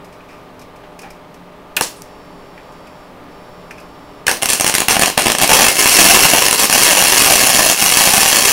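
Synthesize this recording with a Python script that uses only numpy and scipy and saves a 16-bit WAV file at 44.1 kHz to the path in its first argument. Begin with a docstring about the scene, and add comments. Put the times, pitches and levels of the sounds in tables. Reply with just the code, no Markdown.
"""Flux-core welding on a steel plate, heard close up in a workshop where a fan runs.
The torch is shifted into place, the wire strikes once and blows off with a bang; later the arc catches,
sputters and settles to a crackle. The arc is spikes, spray noise and fizz in one pulse colour.
Touches are noise bursts in resonances, the fan is coloured noise with hum, the whine is sine tones.
Plate, bench and room throw the arc back, and whatever overloads the input is cut flat."""
import sys
import numpy as np
from scipy import signal
from scipy.fft import rfft, irfft
from scipy.io import wavfile

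SR = 44100
rng = np.random.default_rng(int(sys.argv[2]) if len(sys.argv) > 2 else 0)


def to_wav(sig):
    """Store sig (one row per channel, or 1-D mono) as 16-bit WAV at the path in sys.argv[1].

    Samples outside -1..1 are clipped; the rate is SR.
    """
    pcm = np.clip(np.atleast_2d(sig), -1, 1) * 32767
    pcm = np.round(pcm).astype(np.int16)
    wavfile.write(sys.argv[1], SR, pcm.T)  # frames by channels


N = 375732
TIME = np.arange(N) / SR


def amp(db):
    """Decibels to gain."""
    return 10 ** (np.asarray(db) / 20)


def evened(x):
    """Scales to rms 1."""
    return x / np.sqrt(np.mean(x ** 2) + 1e-20)


def read(points, hz):
    """Reads a table on a log-frequency axis."""
    f, value = np.transpose(points)
    return np.interp(np.log(hz + 1), np.log(f + 1), value)


def add(mix, s, sound):
    """Mixes a sound in at time s."""
    part = mix[max(round(s * SR), 0):][:len(sound)]
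    part += sound[:len(part)]


def smooth(x, hz):
    """One-pole low-pass."""
    r = np.exp(-2 * np.pi * hz / SR)
    return signal.lfilter([1 - r], [1, -r], x)


def resonate(x, hz, width):
    """A resonance of gain 1."""
    return signal.lfilter(*signal.iirpeak(hz, hz / min(width, SR / 4), SR), x)


def drift(hz, size=2 ** 13):
    """Slow chance of rms 1, up to the given rate."""
    points = rng.standard_normal(size)
    return evened(np.interp(TIME * 2 * hz, np.arange(size), points))


def tones(lines, waver_hz, waver_db):
    """Lines with a quick jitter in pitch and a slow waver in strength."""
    out = np.zeros(N)
    for hz, db in lines:
        level = amp(db + waver_db * drift(hz=4.3))
        phase = 2 * np.pi * np.cumsum(hz + waver_hz * drift(hz=140)) / SR
        out += level * np.sqrt(2) * np.sin(phase)
    return out


def wander(x, response, count=4):
    """Hot air and the moving torch change the scattered paths: x fades between random responses."""
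    shares = np.array([drift(hz=12) for _ in range(count)])
    shares /= np.linalg.norm(shares, axis=0)
    out = np.zeros(N)
    for share in shares:
        path = response()
        out += signal.oaconvolve(x * share, path / np.linalg.norm(path))[:N]
    return out


# ring of the workshop: pitch_hz, t60_s
ROOM_RING = [(150, 0.31), (600, 0.23), (1500, 0.23), (4000, 0.37), (9000, 0.23), (15000, 0.34)]


def workshop(first_s=0.0076):
    """Dense reflections that build up from the nearest wall, each band dying at its own speed."""
    hz, t, bands = signal.stft(rng.standard_normal(SR // 2), SR, nperseg=2 ** 8)
    dying = bands * amp(-60 * t / read(ROOM_RING, hz)[:, None])
    tail = signal.istft(dying, SR, nperseg=2 ** 8)[1]
    return tail * np.minimum(np.arange(len(tail)) / SR / first_s, 1) ** 3


# tone of the fan's rush: pitch_hz, relative_db (per Hz)
FAN_TONE = [(20, 5), (55, 0.5), (100, -0.5), (175, 4.5), (230, -1), (500, 2.5), (1150, -0.5), (1450, -7),
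            (2300, -11), (3500, -16), (5000, -22), (7000, -28), (10000, -30), (15500, -31)]
# swell of the rush around its base level: time_s, swell_db
FAN_SWELL = [(0, -4.5), (1.6, -5.5), (2.1, -4), (4.2, -3.5)]
# hum of blades and motor, each line wavering: pitch_hz, level_db (rms before the waver)
FAN_HUM = [(177.6, -52), (253, -54.5), (290.7, -52), (403.7, -52), (506, -73), (602.9, -51), (866.7, -55.5),
           (1157, -68), (1206, -55)]


def fan(rush_db=-35, hum_db=0):
    """Rushing air is shaped noise with a slow swell; blades and motor hum in wavering tones."""
    spectrum = rfft(rng.standard_normal(N))
    rush = evened(irfft(spectrum * amp(read(FAN_TONE, np.fft.rfftfreq(N, 1 / SR))), N))
    swell_db = np.interp(TIME, *np.transpose(FAN_SWELL))
    hum = tones(FAN_HUM, waver_hz=0.84, waver_db=2.1)
    return amp(rush_db + swell_db) * rush + amp(hum_db) * hum


# thin electrical whine: pitch_hz, level_db (rms before the waver)
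WHINE_LINES = [(4680, -64), (5410, -62.5), (7250, -69), (10584, -71)]
# when the whine is switched on: start_s, end_s
WHINE_SPANS = [(1.85, 3.07), (3.28, 4.2)]


def whine():
    """A faint, fuzzy whine of jittering tones that comes and goes while the arc is out."""
    on = sum((TIME > start) & (TIME < end) for start, end in WHINE_SPANS)
    return smooth(on, hz=8) * tones(WHINE_LINES, waver_hz=30.1, waver_db=0.5)


def rings(rows):
    """Each contact is a dying burst of friction in one steep resonance."""
    out, t = np.zeros(N), np.arange(SR // 3) / SR
    for s, db, hz, width, decay in rows:
        friction = rng.standard_normal(len(t))
        # two filters in a row, each twice the listed width
        ring = evened(resonate(resonate(friction, hz, 2 * width), hz, 2 * width))
        attack = 1 - np.exp(-t * 20 / decay)
        add(out, s, amp(db) * ring * np.exp(-t / decay) * attack)
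    return out


def touches(events, modes, pivot_hz=3600):
    """Every touch rings all the modes of its object; brighter ones favour those above the pivot."""
    rows = []
    for s, db, bright, decay in events:
        for hz, width, mode_db in modes:
            level_db = db + mode_db + bright * np.log2(hz / pivot_hz)
            rows.append((s, level_db, hz, width, decay))
    return rings(rows)


# ticks and scrapes of the torch and its wire: start_s, level_db, brightness_db_per_octave, decay_s
TORCH_TICKS = [(.045, -47.5, 5, .013), (.125, -50, 3, .02), (.204, -52, -10, .02), (.284, -49, -4, 0.086),
               (.593, -45, 4, 0.013), (.615, -41, 2, 0.0093), (.759, -51, 3, .015), (.991, -34, 3, .007),
               (1.016, -40, 5, .011), (1.032, -45, -7, 0.022), (1.104, -41, 5, .009), (1.342, -48, 5, .011),
               (2.576, -45, -11, 0.012), (2.722, -52, 5, .01), (2.87, -44, -1, .01),
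               (3.708, -33, -4.5, 0.0089), (3.779, -41.5, -5, .015), (3.8, -45, 3, .012)]
# what the torch rings with: pitch_hz, width_hz (nominal), relative_db
TORCH_MODES = [(1650, 500, -4.5), (2410, 250, 1), (5200, 790, -4), (6860, 6000, -4)]
# soft knocks as the hand settles: start_s, level_db, brightness_db_per_octave, decay_s
PLATE_KNOCKS = [(.835, -35, 3, 0.025), (1.03, -35.5, 1.5, 0.062)]
# what the plate rings with: pitch_hz, width_hz (nominal), relative_db
PLATE_MODES = [(300, 96, -3), (800, 64, 2.5), (1600, 770, -3.5)]


def handling():
    """Ticks and scrapes ring the torch; soft knocks ring the plate."""
    return touches(TORCH_TICKS, TORCH_MODES) + touches(PLATE_KNOCKS, PLATE_MODES)


# flares, puffs and spits: start_s, level_db (before the decay), pitch_hz, width_hz (nominal), decay_s
WIRE_STRIKES = [(1.7657, -11, 8600, 6000, 0.0072), (1.767, -7, 2520, 500, 0.0065),
                (1.767, -12, 1620, 200, 0.0074), (1.767, -21, 650, 700, 0.023),
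                (1.8104, -4.5, 800, 496, 0.0029), (1.811, -14, 278, 200, 0.0038),
                (1.82, -17.5, 5960, 3500, 0.031), (1.96, -45, 9000, 2000, .05),
                (2.0202, -22.5, 6900, 8600, 0.0013), (4.267, -11.5, 2380, 600, 0.0074),
                (4.279, -6, 1680, 180, 0.0082), (4.28, -17, 574, 400, 0.046)]


def wire_strikes():
    """The cold wire touches the plate, flares, puffs and spits in short resonant bursts."""
    return rings(WIRE_STRIKES)


def blast(crack, thump, crack_hz=1500, thump_hz=3500, thump_db=7):
    """An arc pulse has a sharp front and a slower push of hot gas."""
    front = crack - smooth(crack, crack_hz)
    push = smooth(smooth(thump, thump_hz), thump_hz)
    return front + amp(thump_db) * push


def snaps(per_s, spread_db, order=3):
    """Spikes of rms 1 at uneven gaps: a drop needs a while to grow before it shorts the arc."""
    gaps = rng.gamma(order, 1 / order, 2 ** 13)
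    sizes = amp(spread_db * np.clip(rng.standard_normal(len(gaps)), -2, 2))
    at = (np.cumsum(gaps) * SR / per_s).astype(int)
    return evened(np.bincount(at[at < N], sizes[at < N], N))


def sizzle(spikes, fizz_db, spray_db, spray_hz, flutter_db):
    """Spikes, the spray of droplets after each, and the fluttering fizz of boiling flux."""
    spray = evened(smooth(spikes, spray_hz) * rng.standard_normal(N))
    flutter = amp(flutter_db * drift(hz=180))
    fizz = evened(rng.standard_normal(N) ** 3 * flutter)
    return evened(spikes + amp(spray_db) * spray + amp(fizz_db) * fizz)


# flares, in which the young arc catches and dies down again: start_s, length_s, relative_db
ARC_FLARES = [(4.263, 0.12, -17.5), (4.416, 0.042, -9.5), (4.484, 0.1, -8.5), (4.612, .03, -18),
              (4.657, .07, -10.5), (4.74, .02, -1), (4.79, 0.091, -30), (4.891, .085, -6),
              (5.005, 0.049, -7), (5.062, 0.038, -14), (5.167, .03, -21), (5.184, 0.14, -11.5),
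              (5.388, 0.074, -10)]


def flares(rise_s=0.0076, sag_db=-14.5, out_s=.006):
    """Strength of the young arc: each flare rises quickly, sags over its length and goes out."""
    gain, t = np.zeros(N), np.arange(SR // 4) / SR
    for s, length, db in ARC_FLARES:
        rise = np.minimum(t / rise_s, 1)
        sag = amp(db + sag_db * t / length)
        going_out = np.exp(-np.maximum(t - length, 0) / out_s)
        add(gain, s, rise * sag * going_out)
    return gain


def sputter(thump_db=-14, thump_db_per_s=9, dull_hz=10000):
    """The young arc spits sharp spatter between its pops, and gains body as the metal heats up."""
    spikes = snaps(per_s=240, spread_db=5)
    crack = flares() * sizzle(spikes, fizz_db=-8.0, spray_db=-5, spray_hz=159, flutter_db=4.5)
    # body grows from the first flare until the arc settles
    first_s, settled_s = ARC_FLARES[0][0], SETTLED_ARC[0][0]
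    heated_s = np.clip(TIME, first_s, settled_s) - first_s
    thump = amp(thump_db + thump_db_per_s * heated_s) * crack
    return blast(smooth(crack, dull_hz), thump)


# lulls, in which the arc runs long and quietens: start_s, length_s, depth_db
ARC_LULLS = [(5.684, 0.1, -8), (6.466, 0.073, -13), (6.539, .06, -7.5), (6.655, 0.056, -9.5),
             (7.728, 0.068, -5.5)]


def lull_db():
    """How far the settled arc drops below its usual level: each lull sinks and recovers in one arch."""
    return sum(db * np.sin(np.pi * np.clip((TIME - s) / length, 0, 1)) for s, length, db in ARC_LULLS)


# course of the settled arc: time_s, relative_db, thump_db (relative to that level)
SETTLED_ARC = [(5.49, -8.5, -1.5), (5.9, -8.5, -11.5), (6.08, -5.5, -8), (6.4, -10.5, -5),
               (6.8, -8.5, -10.5), (7.2, -8, -8.5), (7.7, -9.5, -11), (8.0, -9, -13), (8.52, -9, -10.5)]


def burn(level_db=0, push_db=-1, uneven_db=2, lull_thinning=0.44):
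    """The settled arc shorts over a hundred times a second, some snaps duller; lulls thin its thump."""
    s, db, body_db = np.transpose(SETTLED_ARC)
    lull = lull_db()
    gain = amp(level_db + np.interp(TIME, s, db) + lull) * (TIME >= s[0])
    spikes = snaps(per_s=180, spread_db=2.0)
    crack = gain * sizzle(spikes, fizz_db=-2.0, spray_db=2.5, spray_hz=135, flutter_db=1)
    thump_db = push_db + np.interp(TIME, s, body_db) + lull_thinning * lull + uneven_db * drift(hz=97.2)
    return blast(crack, gain * spikes * amp(thump_db))


def chance_pops(per_s=22, crack_db=5, crack_spread_db=2, thump_db=-5.5, thump_spread_db=3,
                count=160, order=3):
    """Now and then a larger drop shorts the settled arc, except in a lull."""
    times = SETTLED_ARC[0][0] + np.cumsum(rng.gamma(order, 1 / order, count)) / per_s
    crack, thump = np.clip(rng.standard_normal((count, 2)), -2, 2).T
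    rows = zip(times, crack_db + crack_spread_db * crack, thump_db + thump_spread_db * thump)
    return [row for row in rows
            if not any(s < row[0] < s + length for s, length, _ in ARC_LULLS)]


# pops that stand out, each a burst bridge of molten wire:
# start_s, crack_db (relative), thump_db (relative to the crack)
BIG_POPS = [(1.8101, 3.5, -2.5), (4.2675, 2, -7), (4.2815, 4, -4), (4.294, 0, -15), (4.3137, 2, -4),
            (4.4315, -2, -16), (4.4575, 3, -6), (4.4884, -3, -14), (4.501, 2.5, -22), (4.5328, 5.5, -9),
            (4.5987, 0, -4), (4.609, 6.5, -6.5), (4.6449, 2, 0.5), (4.666, 1, -1), (4.6777, 2.5, -2),
            (4.6974, -4.5, 5), (4.7404, 1.5, -2), (4.7508, 10.5, -20), (4.7825, 2.5, -3), (4.8037, 4.5, -5),
            (4.819, -5, 3.5), (4.8838, 10.5, -2.5), (4.9671, -6.5, 11.5), (4.9944, 4, -2),
            (5.0211, 5, -0.5), (5.0341, 4.5, -2), (5.0591, 3.5, -16), (5.0802, -4, 2.5), (5.1003, -6.5, 0),
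            (5.1769, 8.5, 0.5), (5.259, 0.5, 4.5), (5.2678, 3.5, 3), (5.2821, 1, -1), (5.3006, 2.5, 1.5),
            (5.319, 5, -11), (5.3505, -2, 2.5), (5.385, 3, -10), (5.4153, 6, -2), (5.4232, 7.5, -12),
            (5.4327, 7.5, -2.5), (5.444, -1, 3), (5.4765, 3.5, -20), (5.7897, -3.5, 4), (5.8287, 2, -14),
            (6.2524, 6, 0), (6.335, 7, 0), (6.483, 6.5, -5), (6.5101, 6, -8), (6.5281, 9, -4),
            (6.5926, 0, -6), (6.6979, 6, -4), (7.3228, 10, -11), (7.971, 12, -6.5), (8.1347, 4, -23)]


def pops(level_db=12, spray_db=-3, spray_s=0.0011, growth=0.23):
    """Each bridge bursts with one spike and a spray of droplets; big ones spray longer."""
    crack, thump, t = np.zeros(N), np.zeros(N), np.arange(2 ** 9) / SR
    spike = t == 0
    for s, db, thump_db in BIG_POPS + chance_pops():
        spray = rng.standard_normal(len(t)) * np.exp(-t / (spray_s * amp(growth * db)))
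        add(crack, s, amp(db) * (spike + amp(spray_db) * spray / np.linalg.norm(spray)))
        add(thump, s, amp(db + thump_db) * spike)
    return amp(level_db) * blast(crack, thump)


def shrill(x, edge_hz=8850, edge_width=750, edge_db=0, fades=(5.0, 5.6)):
    """Until the weld pool has formed, every spit has a shrill edge."""
    young = x * np.interp(TIME, fades, (1, 0))
    return x + amp(edge_db) * resonate(young, edge_hz, edge_width)


# colour of an arc pulse: pitch_hz, relative_db
ARC_TONE = [(25, -21), (100, -13), (220, -1.5), (500, -0.5), (800, 3), (1100, 0.5), (1350, -3.5),
            (2600, 0.5), (3700, -3.5), (5500, 0.5), (8000, -4), (10000, -2), (12800, -8.5), (16000, -11.5)]
# resonances and hollows of the nozzle and the gap over the plate: pitch_hz, width_hz, lift_db
NOZZLE_HOLLOWS = [(305, 110, 2), (784, 65, 1.75), (1753, 57, 2.5), (2750, 420, 2), (3640, 160, -4.5),
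                  (4200, 100, -1), (5080, 480, -2), (6000, 150, 0), (10270, 720, 2)]


def colour(x, size=4096):
    """The arc's spectrum as a causal filter; each pulse starts with a negative swing."""
    hz = abs(np.fft.fftfreq(size, 1 / SR))
    db = read(ARC_TONE, hz)
    for f, width, lift in NOZZLE_HOLLOWS:
        db = db + lift / (1 + (2 * (hz - f) / width) ** 2)
    # minimum phase: all the energy as early as the spectrum allows
    spectrum = np.exp(np.conj(signal.hilbert(np.log(amp(db)))))
    pulse = np.fft.ifft(spectrum).real[:size // 2]
    return -signal.oaconvolve(x, pulse / np.linalg.norm(pulse))[:N]


def arc(level_db=-1):
    """Pops, sputter and burn share one shrill edge and one pulse colour."""
    return amp(level_db) * colour(shrill(pops() + sputter() + burn()))


# reflections from plate, bench, glove and wall: delay_ms, pressure_share (of the short waves)
BENCH_ECHOES = [(.70, .22), (1.86, .33), (2.8, .1), (10.35, .17)]


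def bench(x, clutter_db=-9, clutter_s=0.0013, small_hz=1100):
    """Distinct echoes return only short waves, as small things do; tools around scatter the whole sound."""
    t, short = np.arange(2 ** 10) / SR, x - smooth(x, small_hz)
    echoes = np.zeros(N)
    for ms, share in BENCH_ECHOES:
        add(echoes, ms / 10 ** 3, share * short)
    clutter = wander(x, lambda: rng.standard_normal(len(t)) * t * np.exp(-t / clutter_s))
    return x + echoes + amp(clutter_db) * clutter


def scene(arc_room_db=-6, strike_room_db=-9, handling_room_db=-7):
    """Arc, wire and handling in the workshop, over the fan and the whine."""
    weld, strikes, touched = arc(), wire_strikes(), handling()
    into_room = amp(arc_room_db) * weld + amp(strike_room_db) * strikes + amp(handling_room_db) * touched
    echo = wander(into_room, workshop)
    return (fan() + whine() + echo + touched + strikes + bench(weld))[None]


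def record(dry, edge_hz=15800):
    """Whatever overloads the input, as the pops do, is cut flat; then the band limit."""
    clipped = np.clip(dry, -1, 1)
    band = signal.firwin(511, edge_hz, window=("kaiser", 9), fs=SR)
    return signal.oaconvolve(clipped, band[None], "same")


dry = scene()
out = record(dry)
to_wav(out)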